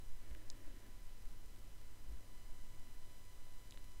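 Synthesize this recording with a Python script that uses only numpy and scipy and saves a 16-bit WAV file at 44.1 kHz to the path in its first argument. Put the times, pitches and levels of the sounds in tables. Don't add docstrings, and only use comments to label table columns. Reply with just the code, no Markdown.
import sys
import numpy as np
from scipy import signal
from scipy.fft import rfft, irfft
from scipy.io import wavfile
from scipy.ndimage import uniform_filter1d

SR = 44100
rng = np.random.default_rng(int(sys.argv[2]) if len(sys.argv) > 2 else 0)


def persist_wave(psi):
    counts = np.round(np.clip(psi, -1, 1) * 32767).astype(np.int16)
    wavfile.write(sys.argv[1], SR, np.atleast_2d(counts).T)


N = 176400
TIME = np.arange(N) / SR

# (f/Hz, relative level/dB)
RUMBLE_EQ = [(2, 6), (10, 6), (17, -8), (26, -5), (36, -14), (45, -16), (60, -23), (78, -24.5), (95, -31.5),
             (130, -41), (300, -64)]
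# (f/Hz, relative level/dB)
HISS_EQ = [(30, -8), (120, 2.5), (280, -2), (420, -3), (800, -7.5), (1300, -9), (2000, -10.5), (3500, -13),
           (7000, -15), (11000, -16.5), (15500, -18.5)]
# (f/Hz, level/dB)
HUM_TONES = [(100, -70), (120, -90.5)]
# (t/s, f/Hz)
WHINE_PITCH = [(0, 999.2), (.38, 999.2), (.44, 1000.7), (2.25, 1000.7), (2.32, 999.2), (4, 999.2)]
# (t/s, level/dB)
WHINE_FADER = [(0, -81.5), (.35, -83), (.5, -82.5), (2.2, -83), (2.35, -80), (4, -79.5)]
# (f/Hz, relative level/dB)
WHINE_EQ = [(1000, 1), (2000, -0.6), (4000, -3), (8000, -5.2), (9000, -7.5), (10000, -8.5), (14000, -14.5),
            (15000, -22)]
# (t/s, level/dB)
RUSTLE_FADER = [(0, -74), (.12, -83.5), (.3, -70), (.55, -78), (.7, -71.5), (.87, -70.5), (1.05, -79.5),
                (1.3, -76), (1.47, -74), (1.58, -71), (1.95, -78.5), (2.1, -68.5), (2.45, -76),
                (2.7, -72.5), (3.0, -76), (3.17, -73.5), (3.5, -87), (3.77, -71.5), (4, -80)]
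# (f/Hz, relative level/dB)
RUSTLE_EQ = [(60, -19.5), (150, -1.5), (230, 2), (310, 1), (420, -8), (600, -9.5), (850, -15),
             (2000, -22.5), (8000, -35.5)]
# (t/s, length/s, level/dB)
SLIDE_CUES = [(0.17, 0.78, -69)]
# (f/Hz, relative level/dB)
SLIDE_EQ = [(150, -18), (240, 1.5), (305, 7), (430, -7), (590, -1.5), (820, -24), (1250, -20.5), (1850, -7),
            (2500, -17), (4000, -25.5), (12000, -49)]
# (t/s, length/s, level/dB, f/Hz)
BUMP_CUES = [(0.285, 0.078, -44.5, 52.2), (2.064, 0.12, -45, 50.3)]
# (t/s, peak level/dB, low f/Hz, high f/Hz)
TICK_CUES = [(0.3115, -51, 1500, 3000), (.3496, -45.5, 1450, 2930), (0.5014, -33.5, 4140, 7900),
             (.676, -53.5, 300, 1300), (1.093, -65, 1400, 4500), (1.5619, -55, 900, 4500),
             (2.1725, -56, 900, 2400), (3.468, -57, 350, 1400), (3.709, -41.5, 3700, 9000),
             (3.7232, -45.5, 2360, 3660), (3.7395, -58, 2000, 3600), (3.744, -49.5, 400, 3000),
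             (3.7747, -45, 855, 3580)]
# (f/Hz, relative level/dB, t60/s)
RING_MODES = [(556, -8, 0.024), (1200, -36, 0.0023), (1740, -9.5, 0.0032), (2900, -23, 0.017),
              (3865, 0.5, 0.003), (4950, -10.5, .008), (6580, -3, 0.0021), (7540, -20, 0.0095),
              (11000, -8, .006)]


def amp(db):
    return 10 ** (np.asarray(db) / 20)


def unit(x):
    return x / np.sqrt(np.mean(x ** 2) + 1e-30)


def at_hz(eq, hz):
    f, db = np.transpose(eq)
    return np.interp(np.log(hz + 0.0011), np.log(f), db)


def curve(points):
    return np.interp(TIME, *np.transpose(points))


def add(mix, start, sound):
    part = mix[round(start * SR):][:len(sound)]
    part += sound[:len(part)]


def noise(eq):
    hz = np.fft.rfftfreq(N, 1 / SR)
    white = rfft(rng.standard_normal(N))
    return unit(irfft(white * amp(at_hz(eq, hz)) * (hz > 0), N))


def tone(cycles):
    return unit(np.sin(2 * np.pi * (cycles + rng.random())))


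def room_tone(rumble_db=-43.5, hiss_db=-67.5):
    hum = sum(amp(db) * tone(hz * TIME) for hz, db in HUM_TONES)
    return amp(rumble_db) * noise(RUMBLE_EQ) + hum + amp(hiss_db) * noise(HISS_EQ)


def recorder_whine(jitter_hz=0.4):
    jitter = jitter_hz * unit(uniform_filter1d(rng.standard_normal(N), size=2000))
    cycles = np.cumsum(curve(WHINE_PITCH) + jitter) / SR
    base_hz = WHINE_PITCH[0][1]
    stack = sum(amp(at_hz(WHINE_EQ, k * base_hz)) * tone(k * cycles) for k in range(1, 16))
    return amp(curve(WHINE_FADER)) * stack


def salad_rustle():
    return amp(curve(RUSTLE_FADER)) * noise(RUSTLE_EQ)


def moist_crackle(pops_per_s=35, level_db=-82.5, spread_db=3, band_hz=(1500, 13000)):
    triggers = rng.random(N) < pops_per_s / SR
    accents_db = spread_db * np.minimum(rng.exponential(1, N), 3)
    band = signal.butter(2, band_hz, "band", fs=SR, output="sos")
    return amp(level_db) * unit(signal.sosfilt(band, triggers * amp(accents_db)))


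def spoon_slide(fade_s=0.076):
    envelope = np.zeros(N)
    for start, length, db in SLIDE_CUES:
        t = np.arange(0, length, 1 / SR)
        fades = np.minimum(np.minimum(t, length - t) / fade_s, 1)
        add(envelope, start, amp(db) * fades)
    return envelope * noise(SLIDE_EQ)


def plate_bumps():
    out = np.zeros(N)
    for start, length, db, hz in BUMP_CUES:
        t = np.arange(0, length, 1 / SR)
        swell = np.sin(np.pi * t / length)
        add(out, start, amp(db) * swell * np.sin(2 * np.pi * hz * t))
    return out


def spoon_ticks(click_db=3, snap_db=-16.5):
    t = np.arange(1024) / SR
    ring = sum(amp(db - 60 * t / t60) * np.cos(2 * np.pi * hz * t) for hz, db, t60 in RING_MODES)
    ring[0] += amp(click_db)
    snap = amp(snap_db) * ring
    out = np.zeros(N)
    for start, peak_db, low_hz, high_hz in TICK_CUES:
        band = signal.butter(2, [low_hz, high_hz], "band", fs=SR, output="sos")
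        tick = signal.sosfilt(band, ring) + snap
        add(out, start, amp(peak_db) * tick / abs(tick).max())
    return out


def scene():
    salad = moist_crackle() + salad_rustle() + spoon_slide()
    return (salad + plate_bumps() + spoon_ticks() + room_tone())[None]


def record(dry):
    low_pass = signal.firwin(801, cutoff=15750, window=("kaiser", 9), fs=SR)
    return signal.oaconvolve(dry + recorder_whine(), low_pass[None], "same")


dry = scene()
out = record(dry)
persist_wave(out)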